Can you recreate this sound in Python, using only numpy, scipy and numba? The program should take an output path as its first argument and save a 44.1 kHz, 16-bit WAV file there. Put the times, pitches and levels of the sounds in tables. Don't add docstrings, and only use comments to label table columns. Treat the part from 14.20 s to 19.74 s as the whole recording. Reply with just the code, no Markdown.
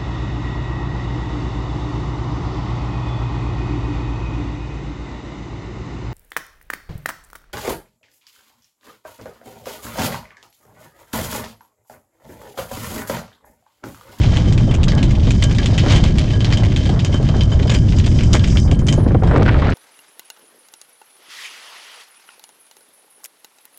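import sys
import numpy as np
from scipy import signal
from scipy.fft import rfft, irfft
from scipy.io import wavfile
from scipy.ndimage import uniform_filter1d
from numba import njit

SR = 44100
rng = np.random.default_rng(int(sys.argv[2]) if len(sys.argv) > 2 else 0)


def store_wav(level_fs):
    pcm = np.round(np.clip(np.atleast_2d(level_fs), -1, 1) * 32767)
    wavfile.write(sys.argv[1], SR, pcm.T.astype(np.int16))


def gain_from_db(level_db):
    decades = np.asarray(level_db, float) / 20
    return 10 ** decades


N = 244314


def unit(x):
    return x / np.sqrt(np.mean(x ** 2))


def peak_unit(x):
    return x / np.abs(x).max()


def curves(table):
    s, *columns = np.transpose(table)
    return [np.interp(np.arange(N) / SR, s, c) for c in columns]


def coloured(points, size=N):
    hz, db = np.transpose(points)
    bin_hz = np.fft.rfftfreq(size, 1 / SR)
    gain = gain_from_db(np.interp(np.log(bin_hz + 1), np.log(hz), db))
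    return unit(irfft(rfft(rng.standard_normal(size)) * gain, size))


@njit
def svf(x, hz, width_hz):
    y, b, l = np.empty(len(x)), 0., 0.
    for i in range(len(x)):
        g, k = np.tan(np.pi * hz[i] / SR), width_hz[i] / hz[i]
        v = (b + g * (x[i] - l)) / (1 + g * (g + k))
        b, l, y[i] = 2 * v - b, l + 2 * g * v, k * v
    return y


def band(x, hz, width_hz):
    one = np.ones(len(x))
    return svf(x, np.clip(hz * one, 20, .45 * SR), np.maximum(width_hz * one, 1))


def dull(x, top_hz):
    return signal.sosfilt(signal.butter(4, top_hz, fs=SR, output="sos"), x)


@njit
def follow(x, rise, fall):
    y, e = np.empty(len(x)), .3
    for i in range(len(x)):
        e += (abs(x[i]) - e) * (rise if abs(x[i]) > e else fall)
        y[i] = e
    return y


def walk(rate_hz):
    k = int(SR / rate_hz)
    held = np.repeat(rng.standard_normal(N // k + 1), k)
    return unit(uniform_filter1d(uniform_filter1d(held, k), k)[:N])


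def wavering(shape, smooth):
    return unit(uniform_filter1d(rng.standard_normal(shape), size=smooth))


def crackle(rate_hz, spread_db, tail_s):
    tick_db = spread_db * np.minimum(rng.exponential(size=N), 3)
    ticks = (rng.random(N) < rate_hz / SR) * gain_from_db(2 * tick_db)
    power = signal.lfilter([1], [1, -np.exp(-1 / (tail_s * SR))], ticks)
    return unit(np.sqrt(power + 1e-9))


def air_burst(size, rise_s, fall_s):
    t = np.arange(size) / SR
    return rng.standard_normal(size) * (1 - np.exp(-t / rise_s)) * np.exp(-t / fall_s)


def add(out, s, sound):
    i = int(s * SR)
    out[i:i + len(sound)] += sound[:N - i]


# start_s, big_eddies_db, small_eddies_db
WIND = [(0.0, -10.5, -28), (0.49, -9.5, -28), (0.89, -8.5, -24.5), (1.09, -9.5, -33), (1.57, -12, -31.5),
        (1.77, -3.5, -19), (2.1, -13.5, -32.5), (2.44, -9, -27.5), (2.61, -11, -39), (2.76, -13.5, -30.5),
        (2.96, -13, -31.5), (3.12, -11.5, -30.5), (4.0, -7, -30.5), (4.46, -8.5, -31), (4.84, -9, -29),
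        (4.99, -10.5, -30.5), (5.12, -7, -26), (5.54, -11.5, -17.5)]
# freq_hz, density_db_per_hz
RUMBLE = [(8.8, -27.5), (15, -4.5), (43, 1.5), (113, 3.5), (376, -18), (438, -27), (607, -30), (661, -40),
          (900, -64), (1170, -53), (1980, -120)]


def wind():
    rumble_db, eddy_db = curves(WIND)
    swell_db = 1.2 * walk(14)
    flutter = rng.standard_normal(N) * gain_from_db(2.1 * walk(70) + swell_db) * crackle(330, 5.0, 0.013)
    eddies = unit(band(band(flutter, 510, 860), 530, 590))
    return coloured(RUMBLE) * gain_from_db(rumble_db) + eddies * gain_from_db(eddy_db - 4.0)


# start_s, peak_db, centre_hz
PUFFS = [(0.115, -28, 603), (0.28, -18.5, 530), (0.412, -27, 450), (0.918, -22, 423), (1.025, -32, 423),
         (1.44, -23, 493), (1.524, -15, 517), (1.627, -25, 474), (2.038, -28, 533), (2.176, -19, 503),
         (2.43, -16, 565), (2.66, -16, 614), (2.692, -10.5, 734), (2.892, -17, 440), (3.044, -24, 463),
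         (3.087, -16, 703), (3.333, -27, 484), (3.453, -12, 428), (3.515, -10.5, 498), (3.579, -28, 509),
         (3.708, -31, 423), (4.244, -19, 436), (4.45, -20, 528), (4.488, -18, 471), (4.628, -16, 423),
         (4.944, -4.5, 686), (5.034, -8, 630), (5.058, -19, 423), (5.14, 2, 433), (5.23, -14, 450)]


def puffs():
    out = np.zeros(N)
    for s, db, hz in PUFFS:
        air = air_burst(2048, rise_s=0.0011, fall_s=0.0071)
        puff = band(band(air, hz, 0.62 * hz), hz, 0.62 * hz)
        add(out, s, gain_from_db(db - 4.5) * peak_unit(puff))
    return out


# start_s, peak_db, upper_part_re_peak_db
BUFFETS = [(0.024, -33, -22), (0.476, -12, -28), (0.673, -15, -4), (0.73, -11.5, -25), (1.07, -11, -14),
           (1.66, -6, -10.5), (2.15, -21, -11), (2.324, -20.5, 17), (2.428, -13.5, -22), (2.693, -13, -21),
           (2.725, -15.5, -17), (2.941, -10, -11), (2.996, -14, -32), (3.085, -15.5, -9),
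           (3.139, -13, -8.5), (3.157, -9, -23), (3.394, -8.5, -17), (3.862, -12, -12), (4.022, -34, -19),
           (4.142, -4.5, -6.5), (4.353, -15, -8), (4.513, -5.5, -24), (4.662, -30, 4), (4.776, -6, -23),
           (4.829, -13, -19), (4.86, -2.5, -20.5), (4.905, -10, -14), (4.945, -4, -20.5),
           (5.019, -8.5, -12.5), (5.11, -9.5, 8)]


def buffets():
    out = np.zeros(N)
    for s, db, bright_db in BUFFETS:
        air = air_burst(2048, rise_s=0.0016, fall_s=0.012)
        low = unit(dull(band(air, 262, 200), 785))
        upper = unit(dull(band(air, 1300, 920), 1800))
        add(out, s, gain_from_db(min(db, -4)) * peak_unit(low + gain_from_db(bright_db) * upper))
    return out


# start_s, peak_db, treble_re_peak_db
POPS = [(5.1, -34, -7), (5.141, -30, -23), (5.16, -5, -12), (5.18, -18, -11), (5.222, -8.5, -8),
        (5.26, -11, -9), (5.2797, -4.5, -9), (5.292, -5, -33), (5.3425, -12, -16), (5.3627, -19, -17),
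        (5.4214, -12, -30), (5.469, -11.5, -6), (5.489, -13, -19)]


def pops():
    out, t = np.zeros(N), np.arange(2048) / SR
    for s, db, treble_db in POPS:
        air = rng.standard_normal(len(t)) * np.exp(-t / 0.0051)
        low = unit(band(band(air, 1320, 1000), 1320, 970))
        treble = unit(band(air, 4700, 3000))
        add(out, s, gain_from_db(db) * peak_unit(low + gain_from_db(treble_db) * treble))
    return out


# start_s, strength_db, sharpness_db
GUST = [
    (5.03, -30, -9),
    (5.09, -20.5, -19),
    (5.15, -14, -32),
    (5.232, -16.5, -11),
    (5.247, -38, 3),
    (5.262, -16, 3),
    (5.35, -24.5, 2),
    (5.45, -22, 4),
    (5.54, -29, 7),
]


def gust():
    low_db, bright_db = curves(GUST)
    facing = np.clip((np.arange(N) / SR - GUST[0][0]) / 0.0061, 0, 1)
    jolts = unit((rng.random(N) < 800 / SR) * np.clip(rng.laplace(size=N), -3.5, 3.5))
    ragged = .6 * rng.standard_normal(N) * crackle(450, 3, .0015)
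    tearing = (jolts + ragged) * gain_from_db(low_db) * facing
    low = band(band(tearing, 280, 544), 280, 490)
    bright = band(band(tearing, 1150, 1320), 1550, 2900) * gain_from_db(bright_db)
    return gain_from_db(18) * low + gain_from_db(2) * bright


# start_s, centre_hz, level_db, width_hz
WHISTLE = [
    (4.3, 7700, -89, 2000),
    (4.42, 8200, -63, 2010),
    (4.6, 9300, -56, 1800),
    (4.8, 9800, -53, 1590),
    (4.95, 9800, -67, 2000),
    (5.1, 7550, -60, 6040),
    (5.54, 7560, -62.5, 6020),
]


def whistle(shiver):
    hz, db, width_hz = curves(WHISTLE)
    air = unit(band(band(rng.standard_normal(N), hz, width_hz), hz, width_hz))
    patchy = gain_from_db(2.5 * walk(17))
    return dull(air * shiver * gain_from_db(db) * patchy, 10500)


# freq_hz, level_db, t60_s
MAST = [(616, -0.5, 0.29), (1160, -9.5, 0.14), (1650, -8, 0.41), (3100, -4, 0.19), (3100, -4, 0.11),
        (3680, -7, 0.08), (4890, -1.5, 0.065), (6600, -14.5, 0.15), (7330, -17, 0.15)]


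def mast(knocks):
    out = 0
    for hz, db, t60_s in MAST:
        width_hz = np.log(1000) / (np.pi * t60_s)
        out = out + gain_from_db(db) * t60_s * band(knocks, hz, width_hz)
    return out


# start_s, shaking_db, seam_airflow_db
CLOTH = [(0.0, -31, -39), (0.26, -32, -40), (0.49, -38.5, -37), (0.59, -45.5, -54), (0.8, -37, -57),
         (1.08, -38.5, -35.5), (1.6, -32.5, -39), (1.76, -25, -38), (1.91, -33, -41), (2.4, -39, -40),
         (3.02, -39, -40.5), (3.44, -40, -38), (4.2, -39, -29.5), (4.38, -43, -27.5), (4.55, -55, -46),
         (4.72, -41, -72), (5.06, -52.5, -48), (5.54, -41, -57)]
# freq_hz, density_db_per_hz
SNAP_COLOUR = [(290, -27.5), (500, -1.5), (965, -5), (1280, -8), (2220, -3), (2650, -6), (3120, -2.5),
               (4190, -6.5), (4760, -7.5), (6170, -10.5), (7180, -15), (8270, -24), (10800, -39.5),
               (18200, -120)]
# freq_hz, density_db_per_hz
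SEAM = [(3000, -44.5), (4300, -19.5), (4800, 0), (6500, -4.5), (8000, -12), (10000, -31), (13000, -50.5),
        (16000, -74)]


def cloth():
    rustle_db, hiss_db = curves(CLOTH)
    grain = crackle(400, 1.2, 0.0032) * gain_from_db(2.3 * walk(19))
    rustle = dull(coloured(SNAP_COLOUR) * grain, 10500) * gain_from_db(rustle_db - 2.03)
    shiver = gain_from_db(2.5 * walk(70))
    hiss = coloured(SEAM) * shiver * gain_from_db(hiss_db - 9.5)
    hum = gain_from_db(27) * mast(rustle + gain_from_db(-14) * hiss)
    return rustle + hiss + whistle(shiver) + hum


# start_s, peak_db, centre_hz
TICKS = [(0.751, -20.5, 5000), (0.985, -28, 4000), (2.739, -27, 1190), (2.761, -26, 1780),
         (3.028, -27, 3020), (3.055, -28, 3000), (3.166, -25, 3500), (3.235, -20.5, 5000),
         (3.278, -35, 4970), (3.472, -24.5, 4500), (3.587, -21, 3000), (3.618, -32, 2480),
         (4.234, -27, 3500), (4.4, -19, 6000), (4.432, -27, 4500), (4.44, -33, 8000), (4.54, -30.5, 8500),
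         (4.555, -31, 8500), (5.113, -25, 2000), (5.122, -27, 2000), (5.161, -23, 3000), (5.173, -28, 4000),
         (5.203, -27, 2000), (5.231, -17, 2460), (5.333, -22, 2500), (5.379, -30, 1190), (5.398, -29, 1200),
         (5.446, -28, 2000), (5.503, -24, 4500), (0.638, -14, 3200), (0.692, -17, 2500), (0.84, -19, 4000),
         (1.108, -17.5, 3400), (1.327, -26, 6500), (1.355, -35, 8500), (1.582, -12, 2700),
         (1.662, -22, 4000), (1.993, -16, 4530), (2.66, -20.5, 3200), (2.848, -20, 3500),
         (3.548, -15, 3000), (4.373, -17, 3230), (4.513, -17, 3100), (5.18, -18, 1190), (5.42, -21.5, 2500)]


def ticks():
    out, t = np.zeros(N), np.arange(1024) / SR
    for s, db, hz in TICKS:
        crease = rng.standard_normal(len(t)) * np.exp(-t / 0.0017)
        add(out, s, gain_from_db(db) * peak_unit(dull(band(crease, hz, 0.4 * hz), 8400)))
    return out


# start_s, peak_db, freq_hz, t60_s
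RINGS = [(0.686, -39, 4900, 0.073), (0.836, -26, 3080, 0.19), (1.033, -37, 3080, .2), (1.11, -37, 3080, .2),
         (1.245, -24, 3080, .15), (2.332, -21, 4890, .06), (2.569, -30, 3080, 0.13),
         (2.797, -28, 3080, .12), (2.946, -26, 3080, .2), (3.09, -32, 3080, 0.19), (3.214, -23, 3080, 0.2),
         (3.325, -29, 6800, 0.064), (3.499, -26.5, 6870, 0.18), (3.55, -23, 4890, 0.12),
         (4.195, -29, 3080, .1), (4.373, -15, 3090, 0.097), (4.409, -30, 6000, .15), (4.43, -35, 4890, .15),
         (4.48, -47, 6500, 0.13), (4.515, -34, 4890, .1), (4.728, -34, 6600, .2), (4.73, -38, 7600, .08),
         (4.977, -41, 3080, 0.18), (5.036, -33.5, 3260, .2), (5.072, -36, 5300, 0.086)]


def rings():
    out, t = np.zeros(N), np.arange(6144) / SR
    for s, db, hz, t60_s in RINGS:
        waver = .7 + .45 * wavering(len(t), 200)
        level = gain_from_db(db - 60 * t / t60_s) * (1 - np.exp(-t / .002))
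        add(out, s, level * waver * np.sin(2 * np.pi * hz * t))
    return out


# start_s, peak_db, centre_hz, treble_re_peak_db, mast_ring_db
SLAMS = [(0.3242, -18, 3840, -2, 2), (0.3775, -12.5, 2650, -13, -5.5), (0.6822, -7, 4900, -22, -5.5),
         (1.238, -19.5, 1650, 10, 10.5), (1.3841, -9, 2000, -31, 0.5), (1.7067, -11.5, 3470, -18, -11),
         (1.8382, -7, 3020, -11, -6), (1.9839, -9.5, 3070, -10, -6), (2.372, -17, 3020, -6, 5),
         (2.5616, -11, 3220, -9, -10), (2.8473, -15, 3230, -3, 3), (2.9416, -22.5, 3000, -1, 7.5),
         (3.4955, -5, 3200, -25, -5), (3.5475, -9.5, 2760, -11, -2), (3.8621, -11, 3500, -7, -1.5),
         (4.034, -15.5, 3060, -4, -3), (4.1285, -22.5, 2270, -3, 14), (4.132, -6.5, 4100, -1, -0.5),
         (4.1515, -3.5, 1950, -9, -6), (4.371, -10, 3240, -21, -8), (4.5125, -14, 3120, -5.5, 2),
         (4.5915, -23.5, 2170, -2, -3), (4.6842, -6.5, 3060, -5, -1.5), (4.7256, -16.5, 3100, 2.5, 4)]
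# start_s, peak_db, centre_hz, treble_re_peak_db
SNAPS = [(0.033, -12, 2670, -20), (0.162, -15, 2760, -9), (0.1702, -10.5, 2650, -12.5),
         (0.51, -10, 2600, -15), (0.5401, -14, 3030, -5), (0.632, -10, 3320, -5.5), (0.828, -9.5, 3870, -7),
         (0.9078, -16.5, 2250, -7), (1.1061, -10, 3200, -6.5), (1.2234, -5, 3040, -12),
         (1.3486, -15.5, 3690, -9), (1.4585, -9, 3550, -6.5), (1.5784, -7, 2800, -9.5),
         (1.719, -6.5, 2450, -8.5), (1.7334, -6.5, 2370, -17), (1.7595, -3.5, 3480, -7.5),
         (1.86, -9.5, 2400, -30), (2.2449, -9.5, 3950, -37), (2.324, -8.5, 2520, -38),
         (2.4495, -14.5, 2370, -10), (2.6918, -12.5, 3950, -9), (3.5136, -8.5, 2250, -10),
         (3.539, -13.5, 2290, -2), (3.684, -18.5, 3130, -21), (3.7855, -19, 3730, 0.5),
         (3.8397, -15.5, 2870, -21), (3.9873, -12.5, 2670, -39), (4.1945, -15, 3100, -28),
         (4.273, -15, 3180, -5), (4.668, -37.5, 3080, 18.5)]
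# start_s, peak_db, centre_hz, mast_ring_db
KNOCKS = [(0.4908, -35.5, 3000, 17), (0.7183, -15, 1670, 1), (0.776, -21, 1980, 8.5),
          (0.997, -20.5, 3020, -18), (1.07, -16, 2600, -4), (1.297, -25, 1670, 6),
          (1.5933, -7.5, 3500, -10), (1.6345, -41, 1620, -4), (1.8014, -17, 3040, 1),
          (2.1343, -22, 1670, 10.5), (2.2058, -15, 3170, -1), (2.2687, -22, 1650, -13),
          (2.3323, -12.5, 4890, 2), (2.503, -22, 3090, -3), (2.519, -17.5, 1650, -5),
          (2.6545, -18.5, 2330, 4), (2.7926, -12.5, 2860, -13), (2.9263, -21, 2320, 3),
          (3.047, -25.5, 2250, 2), (3.088, -21, 3070, 6), (3.2086, -12, 2920, -1.5),
          (3.3185, -19.5, 3130, 6), (3.392, -16.5, 2020, -4), (3.4264, -17.5, 3320, -18),
          (3.477, -19, 2860, 7.5), (3.765, -25, 5100, 4), (4.2392, -11.5, 3200, -7), (4.4758, -24, 2230, 5),
          (4.9692, -30, 1720, -10), (5.0724, -22.5, 1720, 7)]
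# start_s, peak_db, centre_hz
FLICKS = [(0.0147, -18.5, 2820), (0.06, -21, 3060), (0.1362, -15, 1630), (0.2, -24, 2370),
          (0.608, -24.5, 3000), (0.7817, -14.5, 3050), (0.951, -18, 3000), (1.0326, -20.5, 4960),
          (1.052, -22.5, 3100), (1.3108, -13, 2250), (1.43, -17, 3130), (2.0758, -25, 2610),
          (2.1034, -16.5, 2590), (2.3032, -17, 2300), (2.434, -15.5, 2170), (2.483, -24, 1680),
          (3.0664, -22, 2240), (3.7226, -16, 2150), (3.7985, -13, 3330), (3.915, -19, 2690),
          (3.959, -25, 4920), (4.008, -13, 2350), (4.244, -15, 2230), (4.299, -23, 3110),
          (4.325, -24.5, 2040), (4.35, -25, 1900), (4.546, -26.5, 3120), (4.878, -22, 1680),
          (4.919, -28.5, 2040), (5.0347, -18.5, 1680)]


def blows():
    snap_ring_db, knock_treble_db = -21, -28
    flick_treble_db, flick_ring_db = -24.5, -13.5
    return (list(SLAMS)
            + [(s, db, hz, treble_db, snap_ring_db) for s, db, hz, treble_db in SNAPS]
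            + [(s, db, hz, knock_treble_db, ring_db) for s, db, hz, ring_db in KNOCKS]
            + [(s, db, hz, flick_treble_db, flick_ring_db) for s, db, hz in FLICKS])


def unfolding(t, ring_db):
    ragged = gain_from_db(3.5 * wavering(len(t), 90))
    rise_s = .0008 * gain_from_db(1.5 * rng.standard_normal())
    tail_s = 0.1 * gain_from_db(-1.2 * np.clip(ring_db - 5.5, 0, 20))
    crack = 2.24 * np.exp(-t / 0.0007)
    tail = 0.61 * ragged * gain_from_db(-60 * t / tail_s)
    return gain_from_db(-0.5) * (1 - np.exp(-t / rise_s)) * (crack + tail)


def struck_mast(t, centre_hz):
    hz, db, t60_s = np.transpose(MAST)[:, :, None]
    share_db, detune = rng.standard_normal((2, len(MAST), 1))
    waver = .75 + .5 * wavering((len(MAST), len(t)), 300)
    near_db = -5 * np.minimum(np.abs(np.log2(hz / centre_hz)), 1.5) + 1.2 * share_db
    modes = gain_from_db(db + near_db - 60 * t / t60_s) * np.sin(2 * np.pi * hz * (1 + .009 * detune) * t)
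    return (waver * modes).sum(axis=0)


def snaps():
    out, t = np.zeros(N), np.arange(6144) / SR
    for s, db, hz, treble_db, ring_db in blows():
        noise = coloured(SNAP_COLOUR, size=len(t))
        body = 1.1 * noise + unit(band(noise, hz, .5 * hz))
        treble = gain_from_db(treble_db + 8.0) * unit(band(noise, 7680, 4300))
        shape = unfolding(t, ring_db)
        struck = dull(body * shape + gain_from_db(ring_db) * struck_mast(t, hz), 11000)
        add(out, s, gain_from_db(db - 12.5) * (struck + treble * shape))
    return out


def scene():
    port = dull(wind(), 2100) + dull(gust() + buffets() + pops(), 4400) + puffs()
    sail = cloth() + ticks() + rings() + snaps()
    return (port + sail)[None]


def low_pass(x):
    return signal.sosfilt(signal.butter(12, 15650, fs=SR, output="sos"), x)


def record(dry):
    top_db, ratio, attack_s, release_s = -8.5, 1.98, 0.0073, 0.11
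    held = follow(dry[0], 1 / (attack_s * SR), 1 / (release_s * SR))
    gain = np.minimum(gain_from_db(top_db) / held, 1) ** (1 - 1 / ratio)
    gain = uniform_filter1d(uniform_filter1d(gain, size=64), size=96)
    rounded = np.tanh(0.69 * dry * gain * gain_from_db(1.0)) / 0.8
    fade_out = np.clip((N - np.arange(N)) / 200, 0, 1)
    return low_pass(dull(rounded, 13800) * fade_out)


dry = scene()
out = record(dry)
store_wav(out)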